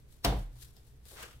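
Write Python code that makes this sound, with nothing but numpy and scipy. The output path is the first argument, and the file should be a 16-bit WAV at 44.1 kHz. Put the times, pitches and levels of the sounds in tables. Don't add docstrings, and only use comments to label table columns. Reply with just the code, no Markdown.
import sys
import numpy as np
from scipy import signal
from scipy.fft import rfft, irfft, next_fast_len
from scipy.io import wavfile
from scipy.ndimage import uniform_filter1d

SR = 44100
rng = np.random.default_rng(int(sys.argv[2]) if len(sys.argv) > 2 else 0)


def gain_from_decibels(decibels):
    exponent = np.asarray(decibels, float) / 20
    return 10 ** exponent


def persist_wave(psi):
    counts = np.round(np.clip(psi, -1, 1) * 32767).astype(np.int16)
    wavfile.write(sys.argv[1], SR, np.atleast_2d(counts).T)


N = 61739
SLAP_S = .2485


def evened(x):
    return x / np.sqrt(np.mean(x ** 2) + 1e-20)


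def read(points, hz):
    f, value = np.transpose(points)
    return np.interp(np.log(hz + 1), np.log(f + 1), value)


def colour(x, points, lag_s=0.):
    size = next_fast_len(x.shape[-1] + 4096)
    hz = np.fft.rfftfreq(size, 1 / SR)
    response = gain_from_decibels(read(points, hz)) * np.exp(-2j * np.pi * hz * lag_s)
    return irfft(rfft(x, size) * response, size)[..., :N]


def ring(start_s, hz, db, t60_s, rise_s):
    t = np.maximum(np.arange(N) / SR - start_s, 0)
    envelope = gain_from_decibels(db - 60 * t / t60_s) * (1 - np.exp(-t / rise_s))
    return envelope * np.sin(2 * np.pi * hz * t)


def heard(x, loose):
    # pitch_hz, level_db
    lean = [(60, 8), (300, -1), (1200, 2.5), (4000, 1.5), (8000, 10), (15000, 3)]
    half = np.array(lean) * [1, .5]
    left, right = x[0] * np.sqrt(1 - loose ** 2) + loose * x[1:]
    return np.array([colour(left, half, lag_s=0.0001404), colour(right, half * [1, -1])])


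def slap():
    # start_s, level_db, bright pitch_hz
    contacts = [
        (.2442, -34, 3000),
        (.2463, -22, 2200),
        (.2477, -22, 4600),
        (.2484, -16, 5200),
        (.2502, -22, 4500),
        (.2514, -21, 5500),
        (.2528, -28, 6000),
    ]
    # pitch_hz, level_db per Hz
    paper_spectrum = [(470, -9), (800, -6), (2600, -11.5), (4160, -3.5), (6110, -10.5), (6670, -24.5),
                      (8550, -10.5), (15500, -17.5)]
    slap_db, rise_s, fall_s = -23, .0014, .0028
    air_db, air_rise_s = -15, .0054
    t = np.arange(N) / SR - SLAP_S
    puff = np.exp(np.where(t < 0, t / rise_s, -t / fall_s))
    puff = puff + gain_from_decibels(air_db) * (t < 0) * np.exp(np.minimum(t, 0) / air_rise_s)
    out = gain_from_decibels(slap_db) * puff * evened(colour(rng.standard_normal((3, N)), paper_spectrum))
    for start_s, db, hz in contacts:
        out += ring(start_s, hz, db, .0025, .00005)
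        out += ring(start_s, 2.3 * hz, db - 4, .0012, .00003)
    return out


def tabletop():
    # start_s, force_db
    blows = [
        (.2455, 1.5),
        (0.2528, 2),
        (.2575, -23),
        (0.264, -2.5),
        (.3240, -3),
    ]
    # pitch_hz, level_db
    top_modes = [(88, -57), (110, -26), (134, -25.5), (190, -35.5), (281, -32.5), (328, -39.5), (400, -42),
                 (510, -36.5), (590, -36), (670, -34.5), (740, -34), (860, -38), (965, -37), (1150, -39.5)]
    # start_s, pitch_hz, level_db, t60_s
    bounce = [
        (.3245, 816, -24.5, 0.013),
        (.3245, 484, -27, 0.033),
        (.3245, 1300, -41, 0.026),
    ]
    rattle_db, rattle_per_s, rattle_end_s, rattle_fade_db_per_s = -9, 400, .385, -91
    ring_cycles, ring_max_s = 52, .2
    blow_s, force_db = np.transpose(blows)
    t = np.arange(N) / SR
    after = t - blow_s[0]
    rattle = (after > 0) * (t < rattle_end_s) * gain_from_decibels(rattle_db + rattle_fade_db_per_s * after)
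    rattle = rattle * (rng.random(N) < rattle_per_s / SR)
    out = sum(ring(start_s, hz, db, t60_s, .0003) for start_s, hz, db, t60_s in bounce)
    for hz, db in top_modes:
        push = rattle * rng.standard_normal(N)
        sign = rng.choice([-1, 1], len(blows))
        sign[-1] = 1
        push[np.round(blow_s * SR).astype(int)] = gain_from_decibels(force_db) * sign
        mode = ring(0, hz, db, min(ring_cycles / hz, ring_max_s), (24 / hz) ** 2)
        out += signal.fftconvolve(push, mode[:SR // 2])[:N]
    return out


def frame_sway():
    # pitch_hz, level_db, swell_s
    sway_modes = [
        (52, 0, .044),
        (104, -12, .045),
        (134, -13, .045),
        (39, -15, .13),
    ]
    sway_start_s = [
        .2475,
        .3262,
    ]
    sway_level_db = [
        -23.5,
        -27,
    ]
    sway_pace = [
        1,
        .85,
    ]
    out = np.zeros(N)
    for start_s, sway_db, pace in zip(sway_start_s, sway_level_db, sway_pace):
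        since = np.arange(N) / SR - start_s
        for hz, db, swell_s in sway_modes:
            u = np.maximum(since, 0) / (swell_s * pace)
            swell = (u * np.exp(1 - u)) ** 5
            out += gain_from_decibels(sway_db + db) * swell * np.sin(2 * np.pi * hz * since)
    return out


def rub(stroke, body, per_s, spread_db, flutter_db):
    t, level_db = np.arange(N) / SR, np.transpose(stroke)
    strength = gain_from_decibels(spread_db * np.minimum(rng.exponential(1, (3, N)), 5))
    strength = strength * (rng.random((3, N)) < per_s / SR)
    grain = strength * rng.standard_normal((3, N))
    hiss = 0.64 * rng.standard_normal((3, N))
    slips = evened(colour(grain + hiss, body))
    flutter = evened(uniform_filter1d(rng.standard_normal(N), size=400))
    return slips * gain_from_decibels(np.interp(t, *level_db, left=-110) + flutter_db * flutter)


def finger():
    # start_s, level_db
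    finger_stroke = [(0, -70), (.05, -82), (.128, -65), (.21, -76), (.40, -60.5), (.50, -78), (.585, -65),
                     (.63, -53), (.72, -73), (.765, -69), (.83, -73), (.88, -68), (1.0, -81.5),
                     (1.052, -68.5), (1.058, -62), (1.09, -54.5), (1.14, -57.5), (1.4, -73)]
    # pitch_hz, level_db per Hz
    skin_spectrum = [(500, -21), (1500, -6), (2700, -8.5), (3600, -1), (5200, -5), (7000, -6),
                     (12500, -3.5), (15800, -10)]
    return rub(finger_stroke, skin_spectrum, per_s=2000, spread_db=1.0, flutter_db=1.7)


def palm():
    # start_s, level_db
    palm_stroke = [(1.05, -89), (1.12, -75), (1.17, -53.5), (1.215, -47), (1.229, -46), (1.245, -49),
                   (1.28, -58.5), (1.33, -63), (1.4, -85)]
    # pitch_hz, level_db per Hz
    card_spectrum = [(200, -25), (430, -1.5), (700, -4.5), (1500, 3.5), (2400, -2.5), (4500, -6),
                     (11800, -15), (15800, -17)]
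    return rub(palm_stroke, card_spectrum, per_s=2500, spread_db=3., flutter_db=1.2)


def drag():
    # start_s, level_db
    drag_stroke = [(1.09, -95), (1.115, -61.5), (1.16, -62), (1.23, -58.5), (1.30, -64.5), (1.36, -87),
                   (1.4, -82)]
    # pitch_hz, level_db per Hz
    woody_spectrum = [(150, -28), (300, -3.5), (450, 1), (800, -8.5), (1300, -9), (4000, -48)]
    return rub(drag_stroke, woody_spectrum, per_s=1200, spread_db=3.9, flutter_db=1.5)


def ticks():
    # start_s, peak level_db, pitch_hz, pan_db (left positive)
    tape_ticks = [
        (0.1246, -82, 3680, 3),
        (0.5567, -49.5, 4370, 13),
        (0.6854, -45.5, 5470, 3.5),
        (0.7454, -94, 2040, -5),
        (0.7669, -45, 5200, 22),
        (0.8678, -50.5, 4900, -5),
        (1.0548, -41, 9080, 19),
        (1.2281, -30, 2780, -22.5),
        (1.3111, -42, 2380, -8),
        (1.331, -43.5, 2800, 5),
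    ]
    out, t = np.zeros((2, N)), np.arange(N) / SR
    fizz = evened(signal.lfilter([1, -.2], [1, -.3], rng.standard_normal(N)))
    for start_s, db, hz, pan_db in tape_ticks:
        since = np.maximum(t - start_s, 0)
        tick = ring(start_s, hz, db - 5, .003, .0001)
        tick = tick + gain_from_decibels(db - 10) * (t > start_s) * np.exp(-since / .0012) * fizz
        out += tick * gain_from_decibels(np.array([[pan_db], [-pan_db]]) / 4)
    return out


def room(x):
    # pitch_hz, t60_s
    room_decay = [(120, 0.47), (320, 0.33), (840, 0.37), (2200, 0.41), (3500, 0.36), (5800, 0.32),
                  (14000, 0.28)]
    # pitch_hz, level_db
    room_tilt = [(100, -3.5), (400, 8.5), (1200, 0), (2400, -5), (3600, -2), (7000, -13.5), (15000, -16.5)]
    # pitch_hz, level_db
    room_spread = [(150, 2.5), (400, -11.5), (900, 2.5), (3000, -0.5)]
    start_s, early_db, early_s = .003, 7.5, .011
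    taps = np.zeros((2, SR))
    slots = np.arange(round(start_s * SR), SR - 20, 10)[None] + rng.integers(0, 10, (2, 1))
    at = slots + rng.integers(0, 10, slots.shape)
    np.put_along_axis(taps, at, rng.choice([-1., 1.], slots.shape), 1)
    hz, t, z = signal.stft(taps, SR, nperseg=256)
    decay_db = -60 * t / read(room_decay, hz)[:, None] + early_db * np.exp(-t / early_s)
    tail = signal.istft(z * gain_from_decibels(decay_db), SR, nperseg=256)[1][:, :SR]
    tail = tail * (np.arange(SR) > start_s * SR)
    tail = tail / np.linalg.norm(tail[0])
    mid, side = colour(signal.fftconvolve(x[None], tail, axes=1)[:, :N], room_tilt)
    return mid, colour(side, room_spread)


def hush():
    # pitch_hz, level_db per Hz
    hush_spectrum = [(25, -3), (130, -11), (180, -25.5), (430, -21.5), (640, -37), (1700, -36),
                     (4000, -41.5), (15800, -46)]
    # pitch_hz, correlation (-1 to 1)
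    likeness = [(60, 0.65), (240, .95), (950, -0.61), (3770, -0.18), (15000, -0.59)]
    # pitch_hz, width_hz, level_db
    hum_lines = [
        (61.5, 8.3, -59),
        (122.15, 4.4, -63),
    ]
    hush_db = -55.5
    frames, hz = N // 512 + 6, np.fft.rfftfreq(2048, 1 / SR)
    a, b, c, d = rng.standard_normal((frames, 1025, 4)).T
    same = np.clip(read(likeness, hz), -1, 1)[:, None]
    left = a + 1j * b
    right = same * left + np.sqrt(1 - same ** 2) * (c + 1j * d)
    z = np.array([left, right]) * gain_from_decibels(read(hush_spectrum, hz))[:, None]
    out = gain_from_decibels(hush_db - 4) * evened(signal.istft(z, nperseg=2048, noverlap=1536)[1][:, :N])
    for hum_hz, width_hz, db in hum_lines:
        turn = np.exp(2j * np.pi * hum_hz * np.arange(N + SR) / SR)
        r = np.exp(-np.pi * width_hz / SR)
        waver = signal.lfilter([1 - r], [1, -r], rng.standard_normal(N + SR) / turn)
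        out += gain_from_decibels(db) * evened((turn * waver).real[SR:])
    return out


def scene():
    snap_db, wood_in_room_db, ticks_in_room_db, room_db = 5.5, -13, 5.0, -0.5
    wood = tabletop() + frame_sway()
    small = ticks()
    near = heard(slap(), .45) + wood + heard(finger(), .98) + heard(palm(), .85) + heard(drag(), .45) + small
    snap = np.arange(N) == round(SLAP_S * SR)
    high_wood = signal.sosfilt(signal.butter(2, 150, "high", fs=SR, output="sos"), wood)
    sent = gain_from_decibels(snap_db) * snap + gain_from_decibels(wood_in_room_db) * high_wood + gain_from_decibels(ticks_in_room_db) * small.mean(0)
    mid, side = room(sent)
    return near + gain_from_decibels(room_db) * np.array([mid + side, mid - side]) + hush()


def top_cut(x):
    return signal.sosfilt(signal.butter(12, 16290, fs=SR, output="sos"), x)


def record(dry):
    mix = signal.oaconvolve(dry, signal.firwin(301, 15900, fs=SR)[None], "same")
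    return top_cut(mix)


dry = scene()
out = record(dry)
persist_wave(out)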